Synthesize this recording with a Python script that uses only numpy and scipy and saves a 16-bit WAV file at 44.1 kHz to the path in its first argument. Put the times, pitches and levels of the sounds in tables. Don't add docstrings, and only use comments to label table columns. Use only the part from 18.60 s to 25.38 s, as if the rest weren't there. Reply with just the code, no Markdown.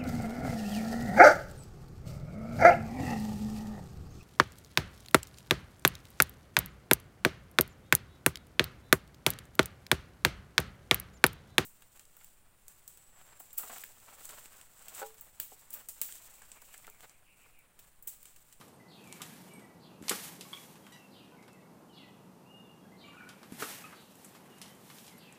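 import sys
import numpy as np
from scipy import signal
from scipy.fft import rfft, irfft, next_fast_len
from scipy.io import wavfile
from scipy.ndimage import map_coordinates

SR = 44100
rng = np.random.default_rng(int(sys.argv[2]) if len(sys.argv) > 2 else 0)


def wav_record(signal):
    frames = np.transpose(np.atleast_2d(signal))
    bounded = np.clip(frames, -1, 1)
    quanta = np.round(bounded * 32767).astype(np.int16)
    wavfile.write(sys.argv[1], SR, quanta)


def how_loud(loudness_db):
    steps = np.asarray(loudness_db, float) / 20
    return 10 ** steps


N = 298998

# start in seconds, level in dB, clap of cloth in dB, rise in seconds,
# time to die by 60 dB in seconds.
THUDS = [
    (.6, -54, 3, 0.0064, 0.12),
    (1.5, -34.5, -0.5, 0.014, 0.088),
    (1.783, -50, -17, 0.0083, 0.12),
    (4.985, -47.5, -2, 0.022, 0.19),
    (5.018, -35, 2.5, 0.0074, 0.058),
    (5.307, -66, 14, 0.0029, 0.033),
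    (5.324, -62.5, 14, 0.0035, 0.12),
]
# start in seconds, peak in dB, pitch in Hz, time to die by 60 dB in seconds.
PUSHES = [
    (1.4141, -30.5, 251, 0.019),
    (1.4277, -31, 235, 0.022),
    (4.9221, -28, 226, 0.024),
]
# pitch in Hz, width in Hz, level in dB.
DRUM = [(160, 86, -4), (254, 69, 4), (408, 110, 2)]
CLOTH = [(1130, 460, 4), (1640, 800, 2), (2480, 890, -4)]

# start in seconds, peak in dB, dull part in dB, bright part in dB,
# time to die by 60 dB in seconds.
SLAPS = [(0.5256, -34.5, -14, 2.5, 0.022), (0.6179, -31, -2, 1, 0.073), (1.482, -23, -4, -5, 0.068),
         (1.494, -15.5, -12, 3.5, 0.058), (1.8096, -33, -11, -0.5, 0.071), (2.3235, -54, -3, 9.5, 0.18),
         (4.6897, -43, 5, 3, 0.11), (4.8308, -43.5, 9, -6, 0.089), (5.0015, -43, 6, 3, 0.08),
         (5.025, -36, 0, -4, 0.08), (5.6462, -50, 7, 10, 0.082), (6.0155, -35.5, -0.5, -1, 0.095)]
# pitch in Hz, width in Hz, level in dB.
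FRAME = [(3080, 1400, 0.5), (5550, 1970, 0), (7480, 1730, 0), (8250, 550, 3.5), (10070, 2400, -4),
         (12800, 3700, -13.5)]
# start in seconds, peak in dB.
KNOCKS = [(.0113, -47), (.9944, -52), (1.4361, -52), (1.9305, -47), (2.156, -52), (2.2664, -47.5),
          (2.8263, -52), (2.88, -52), (5.75, -50.5), (6.0576, -51.5), (6.2998, -46.5)]
SNAPS = [(.0812, -54.5), (.4407, -53), (.474, -51), (.8868, -57), (1.4245, -48), (1.8438, -63),
         (2.9304, -54.5), (4.9225, -47), (5.5544, -54), (5.983, -54), (6.1497, -56), (6.7245, -52),
         (.3774, -63)]
TICKS = [
    (1.515, -30.5),
    (5.1574, -45),
    (6.0794, -48),
    (6.3847, -42),
    (6.4443, -46),
    (6.4658, -44),
    (6.4794, -42),
    (6.494, -53),
    (6.7494, -54),
]
# dull part in dB, bright part in dB,
# time to die by 60 dB in seconds.
KNOCK = (10.2, -1.5, .09)
SNAP = (6, 6.7, 0.037)
TICK = (-21, -1, 0.071)
HARD_DB = -40
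BLOW = 5.6

# peak in seconds, rise in seconds, fall in seconds, level in dB,
# dull share in dB. Rise and fall each span 20 dB.
SWELLS = [(0.0, .1, .2, -59, -1.5), (.68, 0.37, 0.42, -55, 2), (1.47, 0.063, 0.45, -55.5, 3),
          (1.97, 0.38, 0.31, -54, -2.5), (2.3, 0.13, 0.62, -67.5, 5), (4.62, 0.37, 1, -77.5, 13),
          (4.94, .03, 0.22, -59.5, -14), (5.09, 0.2, 0.16, -54.5, -4), (5.3, 0.86, 0.19, -63, 9.5),
          (5.63, 0.49, 0.23, -62.5, -16), (5.82, 0.38, 0.68, -66.5, 8), (6.11, 0.18, 0.049, -66, 1),
          (6.38, 0.27, 0.28, -55, -5.5), (6.76, 0.41, 0.14, -71, 13)]
# start in seconds, rise in seconds, length in seconds,
# first level in dB, last level in dB.
GUSHES = [
    (1.495, .02, .175, -42, -47),
    (4.985, .018, .2, -44, -54),
]
# pitch in Hz, level in dB per Hz.
WEAVE = [(290, -13), (500, -8.5), (788, -1), (847, -1.5), (1280, -5), (1720, -1), (5010, -6), (8020, -4.5),
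         (15000, -5.5)]
SWELL_ROUND, GUSH_DULL_DB = 1.66, -3.5

# start in seconds, length in seconds, slip rate in Hz, level in dB,
# number of strong overtones.
SQUEAKS = [
    (1.852, 0.024, 1100, -52, 1.2),
    (1.93, 0.022, 1115, -53, 3.6),
    (1.974, 0.016, 1152, -53, 2),
    (2.321, 0.07, 980, -62, 5.6),
    (2.72, .05, 499, -61, 3),
    (4.251, .03, 1650, -68, 1),
    (4.437, 0.14, 1160, -65, 2),
    (5.24, .03, 1290, -53, 2),
]
# length in seconds, slip rate in Hz, level in dB, number of strong overtones.
TRILL = (0.06, 1477, -55.5, 0.7)
TRILL_S, TRILL_GAP_S, TRILL_TIMES = 4.529, .0398, 5
SQUEAK_ARCH, TRILL_ARCH = .015, .13
SQUEAK_TILT_DB, SQUEAK_SAG_DB, SQUEAK_ROUGH = -1, 9, .45
# start in seconds, level in dB, pitch in Hz, second pitch in Hz,
# time to die by 60 dB in seconds.
PINGS = [
    (1.4822, -36, 3650, 5500, .04),
    (1.4948, -29, 7000, 4600, .02),
    (1.497, -24, 7800, 3900, .045),
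    (.13, -64, 8570, 11300, 0.52),
    (0.936, -58.5, 8470, 11300, 0.54),
    (1.318, -68, 10900, 7040, 0.27),
    (2.25, -70, 7200, 6700, .15),
    (2.83, -72, 10900, 6700, .4),
    (4.45, -67, 7000, 7500, .5),
    (6.58, -61, 11300, 8450, 0.27),
]

# start in seconds, length in seconds, start pitch in Hz, held pitch in Hz, level in dB.
WHISTLES = [(.46, .1, 2440, 2295, -58), (2.22, .1, 3370, 3175, -67), (2.33, .15, 3010, 2735, -66),
            (3.0, .08, 2350, 2200, -69), (3.29, .15, 3440, 2865, -64), (3.375, .14, 2540, 2035, -65),
            (3.855, .25, 2400, 2840, -60), (3.97, .05, 3300, 3700, -73), (4.03, .07, 3750, 3450, -73),
            (4.2, .1, 3500, 3300, -74), (4.315, .05, 1930, 2110, -60), (4.57, .11, 2780, 2320, -58),
            (5.9, .075, 3070, 2845, -64), (6.49, .1, 2450, 2075, -64), (6.62, .11, 2820, 2675, -62)]
# start in seconds, length in seconds, pitch in Hz, level in dB.
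NOTES = [(.195, .055, 2000, -62), (.4, .03, 2785, -69), (.43, .04, 2635, -64), (.885, .06, 2915, -64),
         (.905, .1, 2305, -58), (1.012, .055, 1995, -58), (2.76, .12, 2235, -67), (2.78, .06, 2075, -62),
         (2.89, .08, 2655, -67), (2.95, .06, 1995, -65), (6.06, .08, 3150, -66), (4.435, .04, 2315, -62),
         (4.44, .09, 2855, -60), (5.07, .1, 2845, -63), (6.07, .08, 2025, -66)]
SCOOP, FALL_S, RISE_S = 1.015, .015, .01
# start in seconds, level in dB.
CHIRPS = [
    (0.278, -64),
    (1.199, -67.5),
    (2.505, -63.5),
    (3.324, -63.5),
    (4.371, -65),
    (5.335, -66),
    (6.568, -66.5),
]
# time in seconds, pitch in Hz, level in dB.
CHIRP = [
    (0, 3900, -9),
    (.02, 4750, -2),
    (.028, 4300, 0),
    (.047, 3150, 3),
    (.055, 2850, -14),
    (.06, 2700, -10),
    (.088, 2860, -7),
    (.106, 2430, -4),
    (.112, 2350, -20),
]

# pitch in Hz, time to die by 60 dB in seconds.
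GARDENS = [(1500, 1), (3000, 0.7), (6000, 0.42)]
YARD = [(200, 0.11), (2000, 0.32), (10000, 0.26)]

# time in seconds, engine hum in dB.
TOWN = [(0.0, -62), (0.58, -58), (1.23, -60), (1.64, -59), (1.89, -60), (3.32, -63), (3.61, -60),
        (4.95, -60), (5.36, -63), (5.93, -63), (6.12, -61), (6.78, -63)]
# pitch in Hz, level in dB per Hz.
DRONE = [(15, -79), (25, -25.5), (183, 1.5), (297, -8), (445, -12), (684, -16), (871, -15), (2170, -30.5),
         (2490, -29.5), (2700, -27.5), (3090, -32), (11500, -34.5), (15500, -35.5)]
ROAR_DB, ROAR_FOLLOWS, HUM_DB = -61, .3, 0.5


def unit(x):
    return x / np.sqrt(np.mean(x ** 2) + 1e-20)


def along(points, hz):
    f, v = np.transpose(points)
    return np.interp(np.log(hz + 1), np.log(f + 1), v)


def wobble(rate, size):
    knots = rng.standard_normal(int(size * rate / SR) + 4)
    return map_coordinates(knots, [np.arange(size) * rate / SR])


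def filtered(x, response):
    m = next_fast_len(len(x) + SR // 4)
    return irfft(rfft(x, m) * response(np.fft.rfftfreq(m, 1 / SR)), m)[:len(x)]


def low_part(x, hz):
    return filtered(x, lambda f: 1 / (1 + (f / hz) ** 4))


def resonant(modes):
    def response(f):
        total = 0
        for k, (center, width, db) in enumerate(modes):
            ring = 1j * f * width / (center * center - f * f + 1j * f * width)
            total = total + (-1) ** k * how_loud(db) * ring
        return total
    return response


def add(track, s, sound):
    part = track[max(round(s * SR), 0):][:len(sound)]
    part += sound[:len(part)]


def tone(hz):
    return np.sin(2 * np.pi * (np.cumsum(hz) / SR + rng.random()))


def fade(size):
    return np.abs(np.sin(np.linspace(0, np.pi, size))) ** 0.16


def echoed(x, decays, wet_db):
    hz, t, z = signal.stft(rng.standard_normal(SR * 5 // 8), SR, nperseg=256)
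    dying = how_loud(-60 * t / along(decays, hz)[:, None])
    tail = signal.istft(z * dying, SR, nperseg=256)[1]
    late = np.pad(x, (400, 0))
    wet = signal.fftconvolve(late, tail / np.linalg.norm(tail))
    return np.pad(x, (0, len(wet) - len(x))) + how_loud(wet_db) * wet


def thuds():
    out, t = np.zeros(N), np.arange(SR // 4) / SR
    for s, db, cloth_db, rise, t60 in THUDS:
        press = np.minimum(t / rise, 1) ** 2 * how_loud(-60 * np.maximum(t - rise, 0) / t60)
        boom = unit(filtered(rng.standard_normal(len(t)), resonant(DRUM)))
        clap = unit(filtered(rng.standard_normal(len(t)), resonant(CLOTH)))
        add(out, s, how_loud(db) * press * (boom + how_loud(cloth_db) * clap))
    for s, db, hz, t60 in PUSHES:
        onset = 1 - np.exp(-t / 0.00078)
        add(out, s, how_loud(db - 60 * t / t60) * onset * np.sin(2 * np.pi * hz * t))
    return out


def slaps():
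    out, t = np.zeros(N), np.arange(SR // 5) / SR
    contacts = list(SLAPS)
    for rows, kind in ((KNOCKS, KNOCK), (SNAPS, SNAP), (TICKS, TICK)):
        contacts += [(*row, *kind) for row in rows]
    for s, db, dull_db, bright_db, t60 in contacts:
        decay = how_loud(-60 * t / t60) + 2.8 * how_loud(-60 * t / 0.0017)
        crack = rng.standard_normal(len(t)) * decay * np.minimum(t / 0.00009, 1)
        crack[round(.0004 * SR)] += BLOW
        bright_modes = FRAME[2:5] if db > HARD_DB else FRAME[2:]
        slap = np.zeros(len(t))
        for modes, part_db in ((CLOTH, dull_db - 9), (FRAME[:2], 0), (bright_modes, bright_db)):
            part = filtered(crack, resonant(modes))
            slap += how_loud(db + part_db) * part / np.abs(part).max()
        add(out, s, slap)
    return out


def mat():
    s, level, dull_level = np.arange(N) / SR, np.zeros(N), np.zeros(N)
    for peak, rise, fall, db, dull_db in SWELLS:
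        away = np.where(s < peak, (peak - s) / rise, (s - peak) / fall)
        swell = how_loud(db - 20 * away ** SWELL_ROUND)
        level += swell
        dull_level += how_loud(dull_db) * swell
    for start, rise, length, first_db, last_db in GUSHES:
        times = [0, rise, length, length + .1]
        levels_db = [first_db - 18, first_db, last_db, last_db - 20]
        gush = how_loud(np.interp(s - start, times, levels_db, -120, -120))
        level += gush
        dull_level += how_loud(GUSH_DULL_DB) * gush
    hits = rng.random(N) < 1500 / SR
    grit = hits * rng.normal(size=N) * how_loud(3 * rng.normal(size=N))
    source = how_loud(1.1 * wobble(60, N)) * (rng.standard_normal(N) + .4 * unit(grit))
    rush = unit(filtered(source, lambda hz: how_loud(along(WEAVE, hz))))
    dull = low_part(rush, 3000)
    return level * (rush - dull) + dull_level * dull


def squeak(length, hz, db, strong, arch):
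    size = round(length * SR)
    stroke = np.linspace(-1, 1, size)
    rate = hz * (1 + .014 * wobble(250, size) - arch * stroke ** 2)
    turn = 2 * np.pi * np.cumsum(rate) / SR
    stack = np.zeros(size)
    for k in range(1, 10):
        overtone_db = SQUEAK_TILT_DB * np.log2(k) - 15 * max(k - strong, 0) + rng.normal(0, 3)
        stack += how_loud(overtone_db + 3.4 * wobble(97, size)) * np.sin(k * turn)
    stack *= 1 + SQUEAK_ROUGH * wobble(900, size)
    return echoed(how_loud(db - SQUEAK_SAG_DB * stroke / 2) * fade(size) * stack, YARD, wet_db=-7)


def springs():
    out = np.zeros(N)
    for s, *rub in SQUEAKS:
        add(out, s, squeak(*rub, SQUEAK_ARCH))
    for k in range(TRILL_TIMES):
        add(out, TRILL_S + k * TRILL_GAP_S, squeak(*TRILL, TRILL_ARCH))
    t = np.arange(SR // 3) / SR
    for s, db, hz, second_hz, t60 in PINGS:
        ring = np.sin(2 * np.pi * hz * t) + .4 * np.sin(2 * np.pi * second_hz * t)
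        add(out, s, how_loud(db - 60 * t / t60 + 5.7 * wobble(88, len(t)) - 3.5) * ring)
    return out


def whistling_bird():
    out = np.zeros(N)
    level_notes = [(s, length, SCOOP * hz, hz, db) for s, length, hz, db in NOTES]
    for s, length, start_hz, hz, db in [*WHISTLES, *level_notes]:
        slide = FALL_S if start_hz > hz else RISE_S
        t = np.arange(round(length * SR)) / SR
        pitch = hz + (start_hz - hz) * np.exp(-t / slide)
        pitch += 35 * wobble(160, len(t)) - 80 * (t / length) ** 2
        breath = np.minimum(1, np.minimum(t / .008, (length - t) / .02))
        note = how_loud(db - 1.5 + 2.5 * wobble(90, len(t))) * breath * tone(pitch)
        add(out, s, echoed(note, GARDENS, wet_db=-4))
    return out


def scolding_bird():
    out = np.zeros(N)
    when, hz, level_db = np.transpose(CHIRP)
    t = np.arange(round(when[-1] * SR)) / SR
    for s, db in CHIRPS:
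        hoarse = .045 * (t < .055) + .02
        pitch = np.interp(t, when, hz) * (1 + hoarse * wobble(1500, len(t)))
        pitch *= 1 + rng.normal(0, .012)
        note = how_loud(db + np.interp(t, when, level_db) + 2.5 * wobble(144, len(t))) * tone(pitch)
        add(out, s, echoed(note, GARDENS, wet_db=8))
    return out


def traffic():
    hum_db = np.interp(np.arange(N) / SR, *np.transpose(TOWN))
    noise = unit(filtered(rng.standard_normal(N), lambda hz: how_loud(along(DRONE, hz))))
    rumble = low_part(noise, 1500)
    hum = low_part(rumble, 280)
    swell = wobble(6, N)
    engines = how_loud(hum_db + HUM_DB + 0.47 * swell) * unit(hum)
    roar_db = ROAR_DB + ROAR_FOLLOWS * (hum_db - hum_db.mean())
    tyres = how_loud(roar_db + 0.93 * swell) * unit(rumble - hum)
    hiss = how_loud(-56) * (noise - rumble)
    return engines + tyres + hiss


def scene():
    blows = echoed(thuds() + slaps(), YARD, wet_db=-8.0)[:N]
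    birds = whistling_bird() + scolding_bird()
    return (blows + mat() + springs() + birds + traffic())[None]


def roll_off(x):
    return signal.sosfilt(signal.butter(12, 15790, fs=SR, output="sos"), x)


def record(dry):
    def microphone(hz):
        bass_loss = (hz / 65) ** 2 / (1 + (hz / 65) ** 2)
        band_limit = 1 / (1 + (hz / 15080) ** 400) + .008 * (hz < 15790)
        return bass_loss * band_limit
    return roll_off(filtered(dry[0], microphone)[None])


dry = scene()
out = record(dry)
wav_record(out)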